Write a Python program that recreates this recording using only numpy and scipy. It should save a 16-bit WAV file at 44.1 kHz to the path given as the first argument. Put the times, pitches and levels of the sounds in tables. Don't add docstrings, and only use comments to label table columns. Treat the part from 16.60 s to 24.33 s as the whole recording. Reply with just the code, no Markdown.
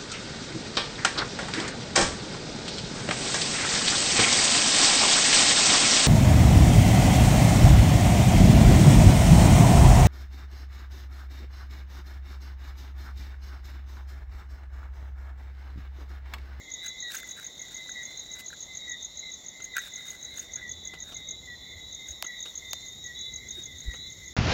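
import sys
import numpy as np
from scipy import signal
from scipy.fft import rfft, irfft, next_fast_len
from scipy.io import wavfile
from scipy.ndimage import map_coordinates

SR = 44100
rng = np.random.default_rng(int(sys.argv[2]) if len(sys.argv) > 2 else 0)


def digitize_waveform(pressure):
    field = np.atleast_2d(pressure).T
    bounded = np.clip(field, -1, 1)
    quanta = np.round(bounded * 32767).astype(np.int16)
    wavfile.write(sys.argv[1], SR, quanta)


N = 340893

# t/s, air level/dB, insect level/dB, hiss level/dB
BED_RIDES = [(0, -60.5, -59, -89), (1.5, -59, -57, -82), (2.7, -61, -58.5, -78), (4.2, -59.5, -60.5, -88),
             (5.1, -61, -61, -71), (5.9, -61.5, -57.5, -65.5), (6.7, -63, -58.5, -68),
             (7.73, -67.5, -58, -67.5)]
# f/Hz, level/dB
AIR_EQ = [(15, -28), (35, -6.5), (60, 1.5), (100, -6.5), (200, -4.5), (400, -9), (650, -8.5), (1200, -19),
          (1700, -25.5), (2700, -25.5), (4500, -25.5), (10500, -41.5), (13000, -25.5), (15800, -35)]
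INSECT_EQ = [(1200, -18.5), (1700, -22.5), (2700, -23.5), (3200, -19), (4200, -10.5), (4600, -12),
             (5050, -18.5), (5550, -6), (5850, -12), (6300, -3.5), (6650, 1.5), (7000, -0.5), (7300, -3),
             (7600, -18.5), (8200, -32.5)]
FAR_TRILL_EQ = [(2900, -40), (3300, -12.5), (3500, -4), (3720, -1), (3950, -1), (4100, -9), (4400, -34),
                (4800, -86)]
FAR_PEEP_EQ = [(1700, -42), (1860, -11.5), (1950, 0.5), (2060, 1.5), (2150, -6), (2300, -18), (2600, -51),
               (3000, -72)]
HISS_EQ = [(3000, -26), (10500, -7), (13000, 6), (15800, -3)]
# t/s, level/dB
RUMBLE_RIDE = [(0, -68), (1.6, -85), (2.2, -60), (3.1, -77), (3.7, -61), (4.15, -57), (5.3, -56.5),
               (5.8, -75), (6.1, -58), (6.9, -54), (7.73, -54)]
# f/Hz, level/dB
RUMBLE_EQ = [(15, -48), (40, -13), (72, -4), (110, -9), (200, -14.5), (500, -23), (1000, -70)]
# t/s, f/Hz, peak level/dB, half-width/s
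CAMERA_BUMPS = [(3.004, 132, -47, 0.0035), (4.18, 81.5, -45, 0.036), (5.162, 83, -42, 0.021),
                (5.512, 72, -39, 0.011), (6.985, 360, -40.5, 0.0052), (7.286, 55, -21.5, 0.0091)]
# first t/s, period/s, calls, final f/Hz, first level/dB, swell per call/dB
PEEP_BOUTS = [(.235, .925, 4, 2036, -49.5, -1.1), (.083, 1.275, 3, 2058, -52, 1.5),
              (.59, .9, 2, 2030, -52.5, -1), (3.48, .82, 3, 2030, -53, 0.6),
              (4.56, .835, 4, 2050, -52, -0.6), (.22, 1.035, 5, 1990, -52, -0.4),
              (4.02, 1.62, 3, 2020, -50.5, -2)]
# first t/s,
# period/s, chirps
CRICKET_RUNS = [(.1422, .143, 5), (.8693, .1503, 4), (1.457, .1415, 3), (1.886, .1447, 4),
                (2.451, .1455, 4), (3.046, .146, 2), (3.3615, .1455, 4), (3.9605, .158, 3),
                (4.4275, .1425, 3), (5.3506, .1596, 4), (5.9797, .154, 3), (6.4656, .1486, 7),
                (7.526, .157, 2)]
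# t/s, level/dB
CRICKET_RIDE = [(0.15, -31.5), (.57, -34), (2.15, -34), (2.35, -31), (2.8, -34.5), (3.1, -33),
                (3.62, -35.5), (3.92, -29), (4.5, -35), (4.72, -30.5), (5.35, -34), (6.08, -31), (6.3, -37),
                (6.95, -33), (7.35, -41), (7.7, -39)]
# first t/s, period/s, calls, crest f/Hz, first level/dB, swell per call/dB
TRILL_BOUTS = [(.375, .915, 4, 3792, -44.5, -0.56), (4.55, .89, 4, 3800, -47, -0.95),
               (.12, 1.02, 2, 3742, -47.5, -5.5), (2.32, 1.04, 3, 3732, -46, -1.5),
               (4.62, 1.14, 3, 3738, -49, 2.5), (.7, .965, 4, 3900, -49.2, 0.76),
               (4.66, 1, 3, 3906, -49.5, 1.8), (.18, .98, 3, 3922, -44.5, -7.5),
               (4.13, 1.08, 2, 3910, -51, 3.5), (6.55, .8, 2, 3900, -41, -6.5),
               (.38, 1.09, 4, 4036, -50, -1), (4.9, 1.225, 3, 4038, -55.5, 1.5),
               (.53, .895, 6, 3545, -56.5, 1), (6.56, .81, 2, 3540, -44.5, -7.5),
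               (5.32, .88, 3, 3712, -49.5, -.5), (1.6, .93, 2, 3900, -50.5, 0.5),
               (5.76, 1, 1, 3824, -47, 0), (6.04, 1, 1, 3636, -50, 0)]
# middle t/s, length/s, hiss level/dB, case level/dB
SKIN_RUBS = [(.262, .07, -53.5, -52), (.553, .09, -43, -45), (.692, .066, -56, -63), (.813, .1, -57, -54.5),
             (1.125, .035, -62, -57), (1.25, 1.07, -66, -68.5), (1.78, 0.076, -60, -56),
             (1.802, .024, -46, -65), (3.044, .041, -58, -64), (3.174, .035, -50, -34),
             (3.241, 0.094, -53.5, -51.5), (3.505, .09, -56.5, -62), (3.6, 0.64, -63.5, -65),
             (3.8, 0.073, -51.5, -56), (3.99, 0.063, -74, -53), (4.48, .1, -62, -58.5),
             (5.5, 0.061, -56, -62), (5.884, .052, -61, -77), (6.99, 0.12, -62.5, -64),
             (7.3, 0.36, -67.5, -69)]
# f/Hz, bandwidth/Hz, level/dB
CASE_MODES = [(1412, 35, -3), (1535, 45, -1), (1602, 40, 0), (1662, 45, -1), (1780, 40, -2),
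              (2330, 260, -13)]
# t/s, level/dB
GRIP_SLIPS = [(.545, -23.5), (.631, -30), (.788, -31), (.798, -34), (1.292, -31.5), (1.904, -34),
              (1.929, -28.5), (1.936, -31), (3.167, -16), (3.169, -13), (3.182, -14.5)]
# t/s, level/dB
FINGER_TAPS = [(3.002, -49), (4.337, -41.5), (4.522, -43), (5.641, -43.5), (5.857, -41), (5.942, -57),
               (7.338, -44.5)]
# f/Hz, level/dB
SKIN_EQ = [(200, -16), (900, -0.5), (2500, 9.5), (5500, 8.5), (8000, 11.5), (10500, 2.5), (13000, 6.5),
           (15300, 6.5), (16000, 14.5)]
TAP_EQ = [(150, -10), (500, -1), (1000, -5), (1400, 1), (2000, -16), (2900, -2.5), (5000, -13),
          (15000, -28.5)]
NEAR_PEEP_CUES = [.423, 1.353, 2.273, 3.133, 4.013, 4.873, 5.663, 6.443, 7.263]
# t/s, snap level/dB, case level/dB
SWITCH_CLICKS = [(5.6255, -15, -24), (6.1328, -15, -27)]
# f/Hz, level/dB, t60/s
SPRING_MODES = [(4470, 1.5, 0.0011), (9000, -11, 0.00057), (14300, -7, 0.0012)]


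def amp(db):
    return 10 ** (np.asarray(db) / 20)


def unit(x):
    return x / np.sqrt(np.mean(x ** 2) + 1e-20)


def clock(length):
    return np.arange(int(length * SR)) / SR


def add(track, s, sound):
    i = int(round(s * SR))
    part = sound[max(-i, 0):max(N - i, 0)]
    track[max(i, 0):max(i, 0) + len(part)] += part


def curves(rows):
    times, *columns = np.transpose(rows)
    return [np.interp(np.arange(N) / SR, times, column) for column in columns]


def wobble(rate, size=N):
    return map_coordinates(rng.standard_normal(4096), [np.arange(size) * rate / SR], mode="wrap")


def filtered(x, response):
    size = next_fast_len(N + SR // 2)
    return irfft(rfft(x, size) * response(np.fft.rfftfreq(size, 1 / SR)), size)[:N]


def noise(eq):
    f, db = np.transpose(eq)
    white = rng.standard_normal(N)
    return unit(filtered(white, lambda hz: amp(np.interp(np.log(hz + 1), np.log(f), db))))


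def phase_of(hz):
    return 2 * np.pi * (np.cumsum(hz) / SR + rng.random())


def gate(t, length, attack, release):
    fade_in = np.sin(np.pi / 2 * np.clip(t / attack, 0, 1)) ** 2
    fade_out = np.sin(np.pi / 2 * np.clip((length - t) / release, 0, 1)) ** 2
    return fade_in * fade_out


def beats(first, period, count):
    return first + period * np.arange(round(count))


def foliage(sound, wet_db, t60):
    t = clock(.3)
    tail = rng.standard_normal(len(t)) * amp(-60 * t / t60) * (t > .002)
    response = amp(wet_db) * tail / np.linalg.norm(tail)
    response[0] = 1
    return signal.fftconvolve(sound, response)


def night_bed():
    air_db, insect_db, hiss_db = curves(BED_RIDES)
    air = amp(air_db + 2.5) * noise(AIR_EQ)
    insects = amp(insect_db + 5 + 1.6 * wobble(70) + .93 * wobble(6)) * noise(INSECT_EQ)
    trills = amp(-55 + 1.5 * wobble(4)) * noise(FAR_TRILL_EQ)
    peeps = amp(-57 + 3.2 * wobble(8.2)) * noise(FAR_PEEP_EQ)
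    hiss = amp(hiss_db - 1) * noise(HISS_EQ)
    return air + insects + trills + peeps + hiss


def hand_on_camera():
    out = amp(curves(RUMBLE_RIDE)[0] + .5) * noise(RUMBLE_EQ)
    t = clock(.2) - .1
    for s, hz, db, half_width in CAMERA_BUMPS:
        envelope = np.exp(-np.abs(t / half_width) ** .87)
        add(out, s + t[0], amp(db) * envelope * np.cos(2 * np.pi * hz * t))
    return out


def far_crickets(count=62, length=.41):
    out, t = np.zeros(N), clock(length)
    for s, hz in rng.uniform([-.3, 5150], [N / SR, 7350], (count, 2)):
        tone = np.sin(phase_of(hz + 14 * wobble(40, len(t)))) * gate(t, length, .1, .15)
        level_db = -60 + .55 * np.interp(hz, *np.transpose(INSECT_EQ))
        add(out, s, amp(level_db) * tone)
    return out


def peep(end_hz, length=.0905, fall_hz=56):
    t = clock(length)
    progress = t / length
    pitch = end_hz + fall_hz * (1 - progress) ** 2
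    envelope = gate(t, length, .008, .012) * amp(-2 * (progress - .5))
    flutter = 1 + .15 * wobble(200, len(t))
    return foliage(np.sqrt(2) * envelope * flutter * np.sin(phase_of(pitch)), wet_db=-13, t60=.25)


def frog_chorus(call, bouts, trim_db, stray_hz, crowd_hz, spread_hz, crowd_db, crowd_calls):
    out = np.zeros(N)
    for first, period, calls, hz, db, swell_db in bouts:
        for k, s in enumerate(beats(first, period, calls)):
            add(out, s - .008, amp(trim_db + db + swell_db * k) * call(hz + stray_hz * rng.normal()))
    for k, (nudge, detune, accent) in enumerate(rng.uniform(-1, 1, (crowd_calls, 3))):
        s = (k + nudge) / crowd_calls * N / SR
        level_db = crowd_db + 2 * accent - 5 * detune ** 2
        add(out, s, amp(level_db) * call(crowd_hz + spread_hz * detune))
    return out


def wing_stroke(start_hz, fall_hz, length, fade_db, overtone_db=-39):
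    t = clock(length)
    progress = t / length
    phase = phase_of(start_hz + rng.normal(0, 34) - fall_hz * progress ** 1.72)
    envelope = gate(t, length, .0035, .002) * amp(-fade_db * progress ** 2)
    tone = np.sin(phase) + amp(overtone_db) * np.sin(2 * phase)
    return np.sqrt(2) * envelope / envelope.max() * tone


def close_cricket(trim_db=.74, lead_db=-14.5, middle_db=-2.5, scatter_db=.65):
    out = np.zeros(N)
    for s in np.concatenate([beats(*run) for run in CRICKET_RUNS]):
        lead, middle, last = amp(rng.normal([lead_db, middle_db, 0], scatter_db))
        chirp = np.zeros(SR // 10)
        add(chirp, 0, lead * wing_stroke(start_hz=6255, fall_hz=388, length=.0073, fade_db=3))
        add(chirp, .0155, middle * wing_stroke(start_hz=6740, fall_hz=840, length=.01235, fade_db=16))
        add(chirp, .0365, last * wing_stroke(start_hz=6787, fall_hz=966, length=.014, fade_db=17.5))
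        level_db = trim_db + np.interp(s, *np.transpose(CRICKET_RIDE))
        add(out, s - .042, amp(level_db) * foliage(chirp, wet_db=-10, t60=.082))
    return out


def trill(crest_hz, length=.169, throb_hz=145):
    t = clock(length)
    progress = t / length
    crest_at, bend = rng.uniform([.45, .7], [.72, 1.4])
    sag_hz = 135 * bend * (1.2 * (progress - crest_at)) ** 2
    pitch = crest_hz - sag_hz + 4 * wobble(35, len(t))
    pace = 1 + .15 * rng.normal() - .25 * progress
    throb = 1 + .2 * np.sin(phase_of(throb_hz * pace))
    envelope = gate(t, length, .012, .025) * amp(-10 * (progress - .6) ** 2)
    return foliage(np.sqrt(2) * envelope * throb * np.sin(phase_of(pitch)), wet_db=-11.5, t60=.3)


def finger_brushes(count=7, length=.058, hiss_db=-68, case_db=-68):
    return [(s, length, hiss_db, case_db) for s in rng.random(count) * N / SR]


def case_ring():
    def response(f):
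        return sum((-1) ** k * amp(db) * 1j * f * width / (hz * hz - f * f + 1j * f * width)
                   for k, (hz, width, db) in enumerate(CASE_MODES))
    return unit(filtered(rng.standard_normal(N), response))


def torch_handling(hiss_trim_db=5, case_trim_db=-1, creak_trim_db=2, tap_trim_db=1):
    slide, case_drive, tap_drive, creaks = np.zeros((4, N))
    for s, length, hiss_db, case_db in list(SKIN_RUBS) + finger_brushes():
        swell = np.exp(-np.abs(2 * clock(2 * length) / length - 2) ** 3)
        add(slide, s - length, amp(hiss_db) * swell)
        add(case_drive, s - length, amp(case_db) * swell)
    t = clock(.05)
    creak_envelope = gate(t, .05, .0035, .01) * amp(-60 * t / .029)
    for s, db in GRIP_SLIPS:
        ring = sum(amp(mode_db) * np.sin(2 * np.pi * rng.normal(hz, width / 2) * (t - .002))
                   for hz, width, mode_db in CASE_MODES)
        add(creaks, s - .001, amp(db) * creak_envelope * ring / np.abs(ring).max())
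        add(slide, s, amp(db - 17 - 60 * t / .0071))
    tap_envelope = gate(t, .05, .0014, .01) * amp(-60 * t / .083)
    for s, db in FINGER_TAPS:
        add(tap_drive, s - .001, amp(db) * tap_envelope)
    grain = unit(amp(4 * wobble(900) + 2.7 * wobble(130)))
    hiss = amp(hiss_trim_db) * slide * noise(SKIN_EQ)
    case = amp(case_trim_db) * case_drive * case_ring()
    taps = amp(tap_trim_db) * tap_drive * noise(TAP_EQ)
    return grain * (hiss + case) + amp(creak_trim_db) * creaks + taps


def near_frog(end_hz=1928, stray_hz=6, start_db=-41, fade_db_per_s=.53):
    out = np.zeros(N)
    for s in NEAR_PEEP_CUES:
        add(out, s - .002, amp(start_db - fade_db_per_s * s) * peep(end_hz + stray_hz * rng.normal()))
    return out


def torch_switch(body_t60=.015):
    out, t = np.zeros(N), clock(.02)
    for s, snap_db, case_db in SWITCH_CLICKS:
        crack = .2 * rng.standard_normal(len(t)) * amp(-60 * t / .003)
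        spring = sum(amp(db - 60 * t / t60) * np.cos(2 * np.pi * hz * t) for hz, db, t60 in SPRING_MODES)
        dive_hz = 590 + 2400 * np.exp(-t / .00088)
        body = np.sin(phase_of(dive_hz)) * amp(-60 * t / body_t60)
        add(out, s, amp(snap_db) * (crack + spring) + amp(case_db) * body)
    return out


def scene():
    trillers = frog_chorus(trill, TRILL_BOUTS, trim_db=1.5, stray_hz=5.04,
                           crowd_hz=3752, spread_hz=320, crowd_db=-54.5, crowd_calls=120)
    peepers = frog_chorus(peep, PEEP_BOUTS, trim_db=2, stray_hz=16,
                          crowd_hz=2020, spread_hz=95, crowd_db=-52.5, crowd_calls=36)
    chorus = close_cricket() + far_crickets() + trillers + near_frog() + peepers + night_bed()
    return (chorus + torch_handling() + torch_switch() + hand_on_camera())[None]


def record(dry, top_hz=15850):
    return filtered(dry[0], lambda hz: hz < top_hz)[None]


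dry = scene()
out = record(dry)
digitize_waveform(out)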